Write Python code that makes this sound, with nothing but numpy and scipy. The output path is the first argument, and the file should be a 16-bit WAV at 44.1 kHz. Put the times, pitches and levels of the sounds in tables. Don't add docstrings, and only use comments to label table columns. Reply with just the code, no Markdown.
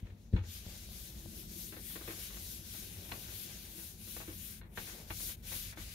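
import sys
import numpy as np
from scipy import signal
from scipy.fft import rfft, irfft, next_fast_len
from scipy.io import wavfile

SR = 44100
rng = np.random.default_rng(int(sys.argv[2]) if len(sys.argv) > 2 else 0)


def transcribe(u):
    v = np.clip(np.atleast_2d(u).T, -1, 1)
    q = np.round(v * 32767).astype(np.int16)
    wavfile.write(sys.argv[1], SR, q)


N = 261954

# start t/s, fastest point/share of the pass,
# hiss at the slow turn level/dB, hiss in full swing level/dB, sheen gain/dB, fullness gain/dB
PASSES = [(0.0, 0.3, -72, -81.5, 5, 6), (0.045, 0.2, -81, -77, -2, 7.5), (0.16, .4, -80.5, -76, 0, -8),
          (0.31, 0.4, -84, -73.5, -7, -8), (0.421, 0.54, -80, -57, 3, -5.5),
          (0.64, 0.74, -62.5, -58, 3, -6), (0.884, 0.36, -62, -57.5, 6.5, -7),
          (1.16, 0.72, -61.5, -60, 6.5, -7.5), (1.47, 0.62, -65.5, -57.5, 7.5, -10.5),
          (1.73, 0.66, -61.5, -58.5, 9.5, -4.5), (2.01, 0.77, -61, -56, 7, -3.5),
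          (2.3, 0.63, -61, -57, 7.5, -9), (2.62, 0.55, -63.5, -57, 6.5, -5.5), (2.92, 0.8, -59, -59, 8, -3),
          (3.27, 0.66, -61, -57.5, 8, -5), (3.5, 0, -59.5, -58, 5, -3), (3.68, .5, -60, -58.5, 9, -7),
          (3.97, 0.56, -66.5, -55.5, 8, -6), (4.26, 0.58, -60, -59, 10, -4), (4.619, .5, -87, -90, 13, 1),
          (4.748, 0.36, -74.5, -55, 5, -3), (5.065, 0.64, -66.5, -51.5, 8.5, -10),
          (5.365, 0.1, -85, -75.5, 8, -1), (5.422, 0.39, -77, -52, 8, -5), (5.753, 0.36, -80, -56, 4, -3)]
# f/Hz, relative density level/dB
HISS_SPECTRUM = [(710, -29), (1200, -8.5), (1280, -13), (1550, -3), (1790, -6.5), (3750, 2), (4760, -0.5),
                 (6710, 0), (8140, -6.5), (9890, 0.5), (11100, -2), (13400, 1.5), (14900, -5), (15700, -5)]
# t/s, level/dB before the dips at the turns
DRAG_LEVEL = [(0.1, -72), (0.5, -72), (0.92, -66.5), (1.7, -69), (2.05, -64), (2.7, -67.5), (3.1, -60.5),
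              (3.85, -69), (4.6, -73), (4.96, -56.5), (5.3, -66), (5.94, -68.5)]
# f/Hz, relative density level/dB
DRAG_SPECTRUM = [(300, -2), (500, -1.5), (800, -5.5), (1200, -12.5), (1500, -11.5), (2200, -12),
                 (3500, -29.5)]
# t/s, rattle drive level/dB, low-mode drive level/dB, rattle decay/s
KNOCKS = [(0.065, -61, -52.5, 0.022), (0.1, -61, -58, 0.013), (0.332, -57, -38, 0.045),
          (0.362, -44.5, -40, 0.028), (0.435, -57.5, -51, 0.037), (1.722, -48, -45.5, 0.03),
          (1.764, -49, -41.5, 0.02), (1.897, -52.5, -62, 0.018), (1.956, -44.5, -41, 0.017),
          (2.009, -49.5, -44, 0.021), (2.076, -44, -38, 0.036), (2.106, -44, -48, 0.014),
          (2.299, -56.5, -50, 0.061), (2.368, -48, -55, 0.0091), (2.74, -54.5, -53, 0.03),
          (3.088, -52.5, -52, 0.019), (3.114, -43, -41, 0.031), (3.12, -39, -35, 0.011),
          (3.282, -53.5, -67, 0.021), (3.777, -56, -50.5, 0.046), (4.071, -59, -46.5, 0.028),
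          (4.165, -46, -40, 0.014), (4.201, -47, -48, 0.029), (4.274, -51.5, -42, 0.039),
          (4.301, -59, -53, 0.016), (4.613, -55, -52, 0.033), (4.774, -36.5, -37, 0.016),
          (4.871, -52.5, -52, 0.081), (5.103, -37, -41, 0.012), (5.197, -51, -47, 0.018),
          (5.286, -53, -49.5, 0.027), (5.517, -45, -44, 0.024), (5.725, -52, -70, 0.02),
          (5.771, -47, -45.5, 0.034)]
# f/Hz, relative level/dB, t60/s
BOARD_MODES = [(322, -5.5, 0.055), (498, -6.5, 0.023), (652, -7.5, 0.037), (814, -8, 0.034),
               (960, -2.5, 0.012), (1165, -2, 0.016), (1344, 2, 0.0074), (1580, -4, 0.013),
               (1521, -9, 0.012), (1860, 1.5, 0.0094), (2222, -6.5, 0.032), (2500, -4.5, 0.014),
               (2830, -6.5, 0.017), (3400, -2, 0.0068), (4180, -3, 0.0082)]
# t/s, drive level/dB, centre f/Hz
TICKS = [(0.6649, -41, 550), (.889, -44, 450), (1.2593, -37, 470), (3.1192, -33.5, 900),
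         (3.1207, -21.5, 2200), (4.1665, -35.5, 770), (4.2030, -35.5, 595), (4.7744, -26, 1550),
         (4.783, -46, 1210), (5.102, -31, 1900), (5.774, -36, 810)]
# t/s, deep sway level/dB, top bounce level/dB, upper rumble level/dB
SHAKE_LEVELS = [(0.0, -67, -60, -65), (0.94, -49.5, -63, -62), (1.31, -56, -56, -55),
                (1.74, -55, -59, -55.5), (2.05, -61, -60, -60.5), (2.4, -50.5, -58.5, -58),
                (3.11, -72, -54, -57), (3.77, -76, -59, -60), (4.37, -61, -56.5, -62),
                (4.63, -67, -59.5, -61.5), (5.24, -53, -57, -61.5), (5.94, -53, -55.5, -63)]
# t/s, drive level/dB, contact time scale/s
THUMPS = [(.028, -36, 0.001), (0.044, -45, 0.0017), (0.121, -49, .0009), (0.3273, -38.5, 0.00032),
          (0.3364, -20.5, 0.00067), (0.353, -30, 0.00058), (0.406, -53, 0.00051), (0.664, -43, 0.00064),
          (0.888, -50, 0.00029), (1.258, -43, 0.00042), (2.083, -46, .0005), (3.119, -45, .0006),
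          (4.286, -56, 0.00044), (4.605, -48.5, .0007), (4.78, -43.5, 0.00037), (5.103, -40.5, 0.00082)]
# f/Hz, relative level/dB, t60 after a blow/s
BENCH_MODES = [(50.5, -5.5, 0.16), (59.6, -10.5, 0.3), (86, -8.5, 0.61), (98, -2, 0.31), (113, -11.5, 0.17),
               (153, -10, 0.13), (180, -4.5, 0.11), (215, -10.5, 0.16), (237, -16, 0.049),
               (334.6, -10, 0.13), (390.5, -15.5, 0.11)]
# f/Hz, relative density level/dB
WORKSHOP_SPECTRUM = [(12, -35), (20, -17), (55, 5), (81, -13.5), (220, -7.5), (260, -18.5), (316, -28.5),
                     (418, -29.5), (481, -24.5), (672, -32.5), (15700, -70)]
# f/Hz, likeness/1
LIKENESS = [(40, 0.98), (125, 0.97), (250, 1), (500, 0.83), (1000, -0.032), (2000, 0.14), (4000, 0.15),
            (10000, 0.0069)]
# f/Hz, gain/dB
LEFT_LEAD = [(60, 1), (110, 4), (200, 4.5), (380, 4), (700, 6.5), (1290, 1), (2380, 11.5), (4400, 0),
             (8120, 7.5), (15000, 9.5)]

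LAST_PASS_ENDS_S, LAST_TURN_DB = 6.05, -68
SWING_EXPONENT = 1
FULL_TO_HZ, SHEEN_FROM_HZ = 3500, 8000
SHEEN_LOST_AT_TURN_DB, FULLNESS_GAINED_AT_TURN_DB = 2, 1
DRAG_FOLLOWS, SHAKE_FOLLOWS = 0.1, 0.18
FIRST_TOUCH_DB = -9
WORKSHOP_DB = -56
MIC_NOISE_DB, MIC_HISS_FROM_HZ = -76, 10000
BASS_CUT_HZ, CUTOFF_HZ = 36, 15700
OPPOSED = np.array([[1], [-1]])


def cloth():
    hiss_db, dip_db, sheen_db, full_db = stroke()
    hiss = coloured(fibres(spread_db=1.5, flutter_db=1.23, flutter_hz=3.3), HISS_SPECTRUM)
    hiss = folds(hiss, patchy_db=1.35, rate_hz=11.7)
    full = below(FULL_TO_HZ, hiss)
    full_and_middle = below(SHEEN_FROM_HZ, hiss)

    drag = coloured(fibres(spread_db=2.5, flutter_db=3.0, flutter_hz=8.8), DRAG_SPECTRUM)
    drag_db = in_time(DRAG_LEVEL)[0] + DRAG_FOLLOWS * np.minimum(dip_db, 0)
    out = from_db(drag_db) * drag
    parts = (
        (full, hiss_db + full_db),
        (full_and_middle - full, hiss_db),
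        (hiss - full_and_middle, hiss_db + sheen_db),
    )
    for part, level_db in parts:
        wander_db = 0.3 * drift(3.5) * OPPOSED
        out += from_db(level_db + wander_db) * part / np.std(part.mean(axis=0))
    return out


def stroke():
    start_s, fastest, turn_db, swing_db, sheen_db, full_db = np.transpose(PASSES)
    turns_s, t = np.append(start_s, LAST_PASS_ENDS_S), np.arange(N) / SR
    middle_s = start_s + np.clip(fastest, .1, .9) * np.diff(turns_s)
    place = np.interp(t, np.sort(np.append(turns_s, middle_s)), np.arange(2 * len(start_s) + 1) / 2)
    row = place.astype(int)
    speed = np.abs(np.sin(np.pi * place))

    nearest_turn = np.round(place).astype(int)
    slow = from_db(np.append(turn_db, LAST_TURN_DB))[nearest_turn]
    swing = from_db(swing_db)[row]
    hiss_db = 20 * np.log10(slow + speed ** SWING_EXPONENT * (swing - slow))
    dip_db = hiss_db - swing_db[row]
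    sheen = np.interp(t, middle_s, sheen_db) - SHEEN_LOST_AT_TURN_DB * (1 - speed ** 2)
    fullness = np.interp(t, middle_s, full_db) + FULLNESS_GAINED_AT_TURN_DB * (1 - speed)
    return hiss_db, dip_db, sheen, fullness


def fibres(spread_db, flutter_db, flutter_hz):
    strength_db = spread_db * np.minimum(rng.exponential(1, N), 5)
    slips = rng.standard_normal((2, N)) * from_db(strength_db)
    return slips * from_db(flutter_db * drift(flutter_hz))


def folds(hiss, patchy_db, rate_hz):
    size = next_fast_len(N)
    spectrum = rfft(hiss, size)
    hz = np.arange(1, size // 2 + 2) * SR / size
    place = 4 * np.log2(hz / 1000)
    out = np.zeros_like(hiss)
    for k in range(8):
        distance = np.abs((place - k + 4) % 8 - 4)
        share = np.clip(1 - distance, 0, 1)
        out += irfft(spectrum * share, size)[:, :N] * from_db(patchy_db * drift(rate_hz))
    return out


def board():
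    t = np.arange(int(.07 * SR)) / SR
    shape = (len(KNOCKS), 2, len(t))
    hits = rng.random(shape) < 1600 / SR
    touches = hits * rng.uniform(0.57, 1, shape) * rng.choice([-1, 1], shape)
    spot_db = rng.normal(0, 1.5, (len(KNOCKS), len(BOARD_MODES)))
    for rattle, (_, _, _, decay_s) in zip(touches, KNOCKS):
        rattle *= np.exp(-t / max(decay_s, .001))
        energy = np.sum(rattle ** 2, axis=1, keepdims=True) + 1e-9
        rattle *= np.sqrt(decay_s / .012 / energy)
        rattle[0, 0] += from_db(FIRST_TOUCH_DB)

    out = np.zeros((2, N))
    for k, (hz, mode_db, t60_s) in enumerate(BOARD_MODES):
        force = np.zeros((2, N + len(t)))
        for (s, db, low_db, _), rattle, own_db in zip(KNOCKS, touches, spot_db[:, k]):
            at = round(s * SR)
            drive_db = low_db if hz < 550 else db
            force[:, at:at + len(t)] += rattle * from_db(own_db + drive_db)
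        near, far = from_db(mode_db) * ring(force[:, :N], hz, t60_s) * (-1) ** k
        apart = np.clip(hz / 1100, 0, 1.2)
        out += near + apart * far * OPPOSED
    soften = signal.butter(2, 4500, fs=SR, output="sos")
    return signal.sosfilt(soften, out) * from_db(1.5 * OPPOSED)


def ticks():
    out, t = np.zeros(N), np.arange(int(.02 * SR)) / SR
    for s, db, hz in TICKS:
        at = round(s * SR)
        envelope = np.exp(-1.6 * hz * t) * np.minimum(3 * hz * t, 1)
        out[at:at + len(t)] += from_db(db) * np.sin(2 * np.pi * hz * t) * envelope
    return out * from_db(1.5 * OPPOSED)


def bench():
    blows, t = np.zeros(N), np.arange(int(.04 * SR)) / SR
    for s, db, contact_s in THUMPS:
        contact = t ** 3 * np.exp(-2 * t / max(contact_s, 1e-4))
        at = round(s * SR)
        blows[at:at + len(t)] -= from_db(db) * contact / contact.sum()

    groups, struck = np.zeros((3, 2, N)), 0
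    for hz, db, t60_s in BENCH_MODES:
        push = rng.standard_normal((2, N)) * from_db(2.9 * drift(27))
        pair = push[0] + hz / 700 * push[1] * OPPOSED
        group = np.searchsorted([72, 135], hz)
        groups[group] += from_db(db) * ring(pair, hz, 0.67 * t60_s)
        struck = struck + from_db(db) * ring(blows, hz, t60_s) * (1 + hz / 1500 * OPPOSED)
    shake = sum(from_db(db) * rms_one(group) for db, group in zip(in_time(SHAKE_LEVELS), groups))
    dip_db = np.minimum(stroke()[1], 0)
    shake = shake * from_db(SHAKE_FOLLOWS * dip_db)
    return (shake + struck) * from_db(.7 * OPPOSED)


def workshop():
    return from_db(WORKSHOP_DB) * coloured(rng.standard_normal((2, N)), WORKSHOP_SPECTRUM)


def microphone_hiss():
    white = rng.standard_normal((2, N))
    return from_db(MIC_NOISE_DB) * (white - below(MIC_HISS_FROM_HZ, white))


def coloured(source, spectrum):
    size = next_fast_len(N)
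    hz = np.maximum(np.arange(size // 2 + 1) * SR / size, 1)
    mid, side = rfft(source, size) * from_db(at_hz(spectrum, hz))
    alike = np.clip(at_hz(LIKENESS, hz), -.99, .99)
    pair = np.sqrt(1 + alike) * mid + np.sqrt(1 - alike) * side * OPPOSED
    lead_db = at_hz(LEFT_LEAD, hz) / 2 * OPPOSED
    pair = irfft(pair * from_db(lead_db), size)[:, :N]
    return pair / np.std(pair.mean(axis=0))


def ring(force, hz, t60_s):
    r, w = from_db(-60 / (t60_s * SR)), 2 * np.pi * hz / SR
    return signal.lfilter([0, np.sin(w)], [1, -2 * r * np.cos(w), r * r], force + 1e-18)


def drift(rate_hz):
    r = np.exp(-2 * np.pi * rate_hz * 40 / SR)
    noise = rng.standard_normal(N // 40 + 2002)
    slow = signal.lfilter([1], [1, -2 * r, r * r], noise)[2000:]
    return np.interp(np.arange(N) / 40, np.arange(len(slow)), rms_one(slow))


def below(hz, x):
    return signal.sosfiltfilt(signal.butter(4, hz, fs=SR, output="sos"), x)


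def in_time(rows):
    s, *columns = np.transpose(rows)
    return [np.interp(np.arange(N) / SR, s, column) for column in columns]


def at_hz(points, hz):
    table_hz, values = np.transpose(points)
    return np.interp(np.log(hz), np.log(table_hz), values)


def from_db(db):
    return 10 ** (np.asarray(db) / 20)


def rms_one(x):
    return x / np.sqrt(np.mean(x ** 2) + 1e-20)


def scene():
    return cloth() + board() + ticks() + bench() + workshop() + microphone_hiss()


def record(dry):
    bass_cut = signal.butter(3, BASS_CUT_HZ, "high", fs=SR, output="sos")
    top_cut = signal.ellip(12, .3, 70, CUTOFF_HZ, fs=SR, output="sos")
    return signal.sosfilt(top_cut, signal.sosfilt(bass_cut, dry))


dry = scene()
out = record(dry)
transcribe(out)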